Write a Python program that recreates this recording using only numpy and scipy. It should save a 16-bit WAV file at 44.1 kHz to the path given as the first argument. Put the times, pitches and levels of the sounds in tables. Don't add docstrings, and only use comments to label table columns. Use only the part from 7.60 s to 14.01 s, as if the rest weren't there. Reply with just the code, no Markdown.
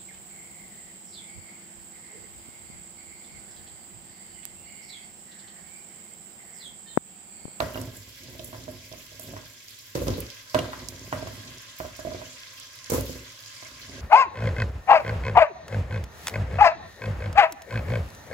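import sys
import numpy as np
from scipy import signal
from scipy.fft import rfft, irfft, next_fast_len
from scipy.io import wavfile

SR = 44100
rng = np.random.default_rng(int(sys.argv[2]) if len(sys.argv) > 2 else 0)


def pcm_store(signal):
    levels = np.round(np.clip(np.atleast_2d(signal), -1, 1) * 32767)
    wavfile.write(sys.argv[1], SR, levels.astype(np.int16).T)


N = 282681
TIME = np.arange(N) / SR
TAPS = 16384
HZ = np.fft.rfftfreq(TAPS, 1 / SR)

# frequency in Hz, width in Hz, strength in dB.
POT_MODES = [(61, 9.7, 6), (105.6, 20.7, 6.5), (152.5, 12, -8.5), (257.3, 26, 2.5), (356.5, 19.4, -2.5),
             (477, 6.8, -30), (553, 11, -11.5), (897, 39, -7.5), (1010, 74, -5), (1110, 98, -16.5),
             (1380, 340, -12.5), (1592, 11, -4), (1940, 96, -13), (2940, 420, -24)]
HANDFUL_STARTS = [2.351, 5.298]
SPIT_SIDE_DB = -7


def amp(db):
    return 10 ** (np.asarray(db) / 20)


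def unit(x):
    return x / np.sqrt(np.mean(x ** 2) + 1e-20)


def read(points, hz=HZ):
    f, value = np.transpose(points)
    return np.interp(np.log(hz + 1), np.log(f), value)


def pan(db):
    return amp([[db / 2], [-db / 2]])


def add(mix, s, sound):
    part = mix[:, max(round(s * SR), 0):][:, :sound.shape[1]]
    part += sound[:, :part.shape[1]]


def wander(count):
    return np.interp(TIME, np.linspace(0, TIME[-1], count), rng.standard_normal(count))


def resonances(modes):
    power = 0
    for hz, width, db in modes:
        detuning = (HZ ** 2 - hz ** 2) / (width * (HZ + 1))
        power = power + amp(db) ** 2 / (1 + detuning ** 2)
    return np.sqrt(power)


def colour(x, gain):
    cepstrum = irfft(np.log(np.maximum(gain, 1e-5)))
    cepstrum[1:TAPS // 2] *= 2
    cepstrum[TAPS // 2 + 1:] = 0
    response = irfft(np.exp(rfft(cepstrum)))[None, :TAPS // 2]
    return signal.fftconvolve(x, response, axes=1)[:, :x.shape[1]]


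def diffuse(size):
    # frequency in Hz, likeness from 0 to 1.
    alike = [(60, 1), (250, 0.8), (600, 0.62), (1200, 0.52), (2500, 0.23)]
    a, b = rfft(rng.standard_normal((2, next_fast_len(size, True))))
    same = np.clip(read(alike, np.linspace(0, SR / 2, len(a))), -1, 1)
    right = same * a + np.sqrt(1 - same ** 2) * b
    return irfft(np.array([a, right]))[:, :size]


def room_tone(level_db=-62):
    # frequency in Hz, gain in dB.
    drone_colour = [(20, -16), (55, -9), (80, -18), (105, 7), (160, -14), (300, -12), (450, -16),
                    (2000, -37)]
    return amp(level_db) * unit(colour(diffuse(N), amp(read(drone_colour)))) * pan(-4.0)


def rummage(bumps_per_s=45, rub=1.46):
    # start in seconds, length in seconds, level in dB.
    spells = [(0.122, 0.052, -32.5), (0.4, 0.07, -51), (0.568, 0.57, -46.5), (1.264, 0.066, -48.5),
              (1.473, 0.035, -49), (1.604, 0.091, -42.5), (3.093, 0.78, -45), (3.413, 0.5, -47),
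              (4.447, 0.12, -48), (6.044, 0.51, -54.5), (6.253, 0.09, -41)]
    # frequency in Hz, gain in dB.
    rustle_colour = [(25, -41), (50, -5), (110, 0.5), (330, -3), (650, 7), (800, -10.5), (3000, -40)]
    attack_s, release_t60, rest_db = 0.084, 0.83, -67
    effort = amp(rest_db)
    for s, length, db in spells:
        release_db = -60 * np.maximum(TIME - s - length, 0) / release_t60
        attack = np.clip((TIME - s) / attack_s, 0, 1)
        effort = np.maximum(effort, attack * amp(db + release_db))
    bumps = np.tanh(rng.standard_normal(N)) * (rng.random(N) < bumps_per_s / SR)
    push = unit(bumps) + rub * diffuse(N)
    stir = colour(push, resonances(POT_MODES) * amp(read(rustle_colour)))
    return unit(stir) * effort * pan(-2.5)


def clinks(side_db=-6):
    # start in seconds, level in dB.
    ticks = [(0.145, -47), (0.175, -50), (2.988, -38)]
    # frequency in Hz, level in dB, time to fade by 60 dB in seconds.
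    steel = [(2845, 12, 0.046), (3120, 3.5, 0.069), (4040, -1, 0.043)]
    out, t = np.zeros((2, N)), np.arange(TAPS) / SR
    for s, db in ticks:
        ring = 0
        for hz, mode_db, t60 in steel:
            tone = np.sin(2 * np.pi * (hz * t + rng.random((2, 1))))
            ring = ring + amp(mode_db - 60 * t / t60) * tone
        add(out, s, amp(db) * pan(side_db) * ring)
    return out


def arrivals(lag_s=0.00033, contact_hz=2600):
    # delay in seconds, left gain, right gain.
    echoes = [(.0019, 0.13, 0.32), (.0031, 0.081, 0.082), (.0049, 0.18, 0.12), (.0083, 0.28, 0.48)]
    taps = np.zeros((2, TAPS))
    direct = (0.0022, 0.67, 0.97)
    for delay, left, right in [direct] + echoes:
        s = delay * (1 + rng.uniform(-1, 1) / 20)
        taps[0, round((s + lag_s) * SR)] += left
        taps[1, round(s * SR)] += right
    return signal.sosfilt(signal.butter(3, contact_hz, fs=SR, output="sos"), taps)


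def blow(low_db, hard_db, ring_hz, core_db, room_db, ring_db=-15, thud_width_hz=130, ring_width_hz=20,
         room_t60=0.48, boom_db=-26, boom_t60=0.35, boom_rise=0.0016, boom_hz=330):
    t = np.arange(TAPS) / SR
    push = arrivals() + diffuse(TAPS) * amp(room_db - 60 * t / room_t60)
    boom = diffuse(TAPS) * amp(boom_db - 60 * t / boom_t60) * (1 - np.exp(-t / boom_rise))
    push += signal.sosfilt(signal.butter(2, boom_hz, fs=SR, output="sos"), boom)
    contact_db = read([
        (25, low_db - 18.5), (55, low_db - 6.0), (170, low_db - 4.0),
        (450, ring_db), (ring_hz + 60, ring_db),
        (790, hard_db - 8), (1000, hard_db), (3500, hard_db - 1.5), (9000, hard_db + 2.5)])
    main_ring = [(ring_hz, thud_width_hz, 0), (ring_hz, ring_width_hz, core_db)]
    sound = colour(push, resonances(POT_MODES + main_ring) * amp(contact_db))
    return sound / np.abs(sound).max()


def knocks():
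    # start in seconds, level in dB, hardness in dB.
    hits = [(0.002, -9, -7), (0.02, -14.5, -19.5), (0.155, -20, -10), (0.173, -21.5, -13.5),
            (0.75, -37, -22), (0.792, -31.5, -28), (0.928, -27, -11.5), (0.944, -29.5, -9),
            (1.078, -25.5, -20.5), (1.314, -33.5, -19), (1.333, -31.5, -15.5), (1.517, -42, -26),
            (1.594, -34, -20), (1.734, -28, -20.5), (1.764, -25.5, -9), (2.944, -6.5, -10.5),
            (2.952, -10, -17), (2.987, -16.5, -27.5), (3.054, -23.5, -12), (3.13, -21, 12),
            (3.525, -11, -8.5), (3.624, -21.5, -20), (3.67, -22, -10), (4.2, -17, -13), (4.248, -23.5, -19),
            (4.39, -25, -15.5), (4.448, -22.5, -26), (4.469, -21, -26.5), (4.515, -26, -16),
            (4.545, -22, -21.5), (4.615, -26, -11), (6.024, -31, -13.5)]
    ring_hz, boom_db, side_db = 622, -19, 0
    topple_s, topple_db = 0.042, -13.5
    topple_boom_db, topple_hard_db, topple_hz = -7.5, -17, 630
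    out = np.zeros((2, N))
    starts = [row[0] for row in hits] + [np.inf]
    for (s, db, hard_db), next_s in zip(hits, starts[1:]):
        gain = amp(db) * pan(side_db)
        late = 1 + rng.standard_normal() / 10
        add(out, s, gain * blow(boom_db, hard_db, ring_hz, core_db=6.5, room_db=-36.5))
        if next_s - s > topple_s:
            topple = blow(topple_boom_db, topple_hard_db, topple_hz, core_db=-9.0, room_db=-39)
            add(out, s + topple_s * late, gain * amp(topple_db) * topple)
    return out


def landings():
    # start in seconds, level in dB.
    thuds = [(2.352, -13.5), (2.374, -20.5), (2.416, -17.5), (2.468, -16), (2.482, -16.5), (2.502, -19.5),
             (2.53, -22.5), (2.58, -21.5), (3.007, -21), (5.299, -20), (5.318, -10.5), (5.343, -14.5),
             (5.38, -15.5), (5.493, -24.5), (5.555, -27.5)]
    ring_hz, hard_db, side_db = 523, -25, 1
    boom_db, pile_boom_db, pile_s = -18, 5.5, 0.024
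    out = np.zeros((2, N))
    for s, db in thuds:
        since_handful = min(abs(s - start) for start in HANDFUL_STARTS)
        pile = 1 - np.exp(-since_handful / pile_s)
        hz = ring_hz * (1 + 0.019 * rng.standard_normal())
        thud = blow(boom_db + pile_boom_db * pile, hard_db, hz, core_db=-15.0, room_db=-35.5)
        add(out, s, amp(db) * pan(side_db) * thud)
    return out


def radiate(x):
    # frequency in Hz, left minus right in dB.
    lean = [(110, -0.5), (260, -2.5), (500, -1.5), (640, -5), (850, -2.5), (1300, 2)]
    half_db = read(lean) / 2
    return np.vstack([colour(x[:1], amp(half_db)), colour(x[1:], amp(-half_db))])


def burst(hz, octaves, ring_t60, tail_db, tail_t60, size=4096):
    t, f = np.arange(size) / SR, np.fft.rfftfreq(size, 1 / SR)
    band = 1 / (1 + (np.log2((f + 1) / hz) / octaves) ** 2)
    noise = unit(irfft(rfft(rng.standard_normal((2, size))) * band))
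    return noise * (amp(-60 * t / ring_t60) + amp(tail_db - 60 * t / tail_t60))


def bubbles(low_hz, high_hz, per_s, spread_db, ring_t60, tail_db=-10, clump_db=1.0, patch_db=-0.5,
            octaves=0.54, count=32):
    size_db = spread_db * np.minimum(rng.exponential(1, N), 4.5)
    size = amp(size_db + clump_db * wander(count=200)) * rng.choice([-1, 1], N)
    train = size * (rng.random(N) < per_s / SR)
    kind = rng.integers(0, count, N)
    out = np.zeros((2, N))
    for k, hz in enumerate(np.geomspace(low_hz, high_hz, count)):
        pop = burst(hz, octaves, ring_t60=ring_t60, tail_db=tail_db, tail_t60=0.5)
        at = np.flatnonzero((kind == k) & (train != 0))
        clicks = np.zeros((1, N))
        clicks[0, at] = train[at] * amp(patch_db * wander(count=70)[at])
        out += np.sqrt(hz) * signal.oaconvolve(clicks, pop, axes=1)[:, :N]
    return unit(out)


def flares():
    # start in seconds, hiss level in dB, treble lift in dB.
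    flashes = [(2.35, -36, -1.5), (2.468, -37, -13.5), (2.948, -37, -34), (5.298, -31.5, 3.5),
               (5.336, -37.5, -0.5), (5.41, -54, 7)]
    # frequency in Hz, gain in dB.
    hiss_colour = [(700, 14.5), (1500, -4), (3000, -2), (7000, -0.5), (8700, -9.5), (12000, 0.5),
                   (16000, 2.5)]
    fade_t60 = 0.72
    out = np.zeros((2, N))
    crackle = bubbles(1160, 11800, per_s=1200, spread_db=6.5, ring_t60=0.0017)
    for s, db, lift_db in flashes:
        gain = amp(read(hiss_colour) + read([(4000, 0), (12000, lift_db)]))
        one_second = crackle[:, round(s * SR):][:, :SR]
        hiss = unit(colour(one_second, gain))
        add(out, s, amp(db - 60 * TIME[:hiss.shape[1]] / fade_t60) * hiss)
    return out


def spits():
    # start in seconds, level in dB, centre frequency in Hz.
    pops = [(0.0034, -26.5, 3320), (0.2144, -33, 8100), (0.7946, -36.5, 3400), (1.3264, -37, 3530),
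            (1.5963, -32.5, 11400), (2.188, -41, 15000), (2.3536, -32, 5450), (2.4815, -28, 4640),
            (2.604, -27, 12500), (2.7022, -34, 3660), (2.9465, -23.5, 3470), (2.9906, -25.5, 3130),
            (3.286, -27, 6300), (4.999, -36, 6600), (5.2992, -25, 14600), (5.3024, -26, 6900),
            (5.4086, -27.5, 12500)]
    out = np.zeros((2, N))
    for s, db, hz in pops:
        pop = burst(hz, octaves=0.59, ring_t60=0.018, tail_db=-25, tail_t60=0.23, size=TAPS)
        add(out, s, amp(db) * pan(SPIT_SIDE_DB) * pop)
    return out


def frying_strength():
    start_db, handful_db, warm_up_s = -49.5, 3, 0.3
    crowding = 0.068
    warm = 0
    for k, s in enumerate(HANDFUL_STARTS):
        warm = warm + crowding ** k * (1 - np.exp(-np.maximum(TIME - s, 0) / warm_up_s))
    return amp(start_db + handful_db * warm)


def sizzle(crackle_db=-9, stray_db=-67, wash=0.7, mist=0.61, deep_hz=1400, deep_growth=2.1):
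    # frequency in Hz, gain in dB.
    sizzle_colour = [(380, -47), (520, 2.5), (630, 0.5), (780, -18.5), (1000, 2), (1350, -4), (1900, -6),
                     (2800, -3), (5200, 0), (7300, -3.5), (8400, -12.5), (10000, -6.5), (16000, -29)]
    # frequency in Hz, gain in dB.
    spray_colour = [(4000, -49), (7500, 2), (8700, -20), (10500, -5), (13000, -2.5), (16000, -7.5)]
    # frequency in Hz, width in Hz, dB over the broad sound.
    hollow = [(1053, 45, 7.5), (1630, 63, 9), (2036, 210, 7.5), (2600, 86, 3.5), (3230, 260, 2.5)]
    spray_db, spray_db_per_s = -52.5, -0.93
    strength = frying_strength()
    body = bubbles(1426, 8280, per_s=1700, spread_db=3.0, ring_t60=0.091, patch_db=3.0, octaves=0.23)
    body = body + wash * diffuse(N)
    body = unit(colour(body, amp(read(sizzle_colour)) * np.hypot(1, resonances(hollow))))
    deep = signal.sosfiltfilt(signal.butter(3, deep_hz, fs=SR, output="sos"), body)
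    body = body + deep * ((strength / strength.mean()) ** deep_growth - 1)

    crackle = bubbles(3200, 8000, per_s=150, spread_db=3.8, ring_t60=0.014, tail_db=-24, count=12)
    crackle = unit(colour(crackle, amp(read(sizzle_colour))))
    frying = (body + amp(crackle_db) * crackle) * strength

    spray = bubbles(6870, 15900, per_s=810, spread_db=5.0, ring_t60=0.019, clump_db=4.2, patch_db=4.0,
                    octaves=0.54, count=24)
    spray = unit(colour(spray + mist * diffuse(N), amp(read(spray_colour))))
    spray = spray * amp(spray_db + spray_db_per_s * TIME)

    stray = bubbles(4000, 13000, per_s=8, spread_db=1.5, ring_t60=0.03, tail_db=-22, count=8)
    return frying * pan(-1.05) + spray * pan(-4.0) + amp(stray_db) * stray * pan(SPIT_SIDE_DB)


def scene():
    background = room_tone() + rummage() + clinks()
    pieces = radiate(knocks() + landings())
    return background + pieces + flares() + spits() + sizzle()


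def record(dry):
    edge_hz = 15950
    low_pass = signal.firwin(511, edge_hz, window=("kaiser", 9), fs=SR)
    return signal.oaconvolve(dry, low_pass[None], "same")


dry = scene()
out = record(dry)
pcm_store(out)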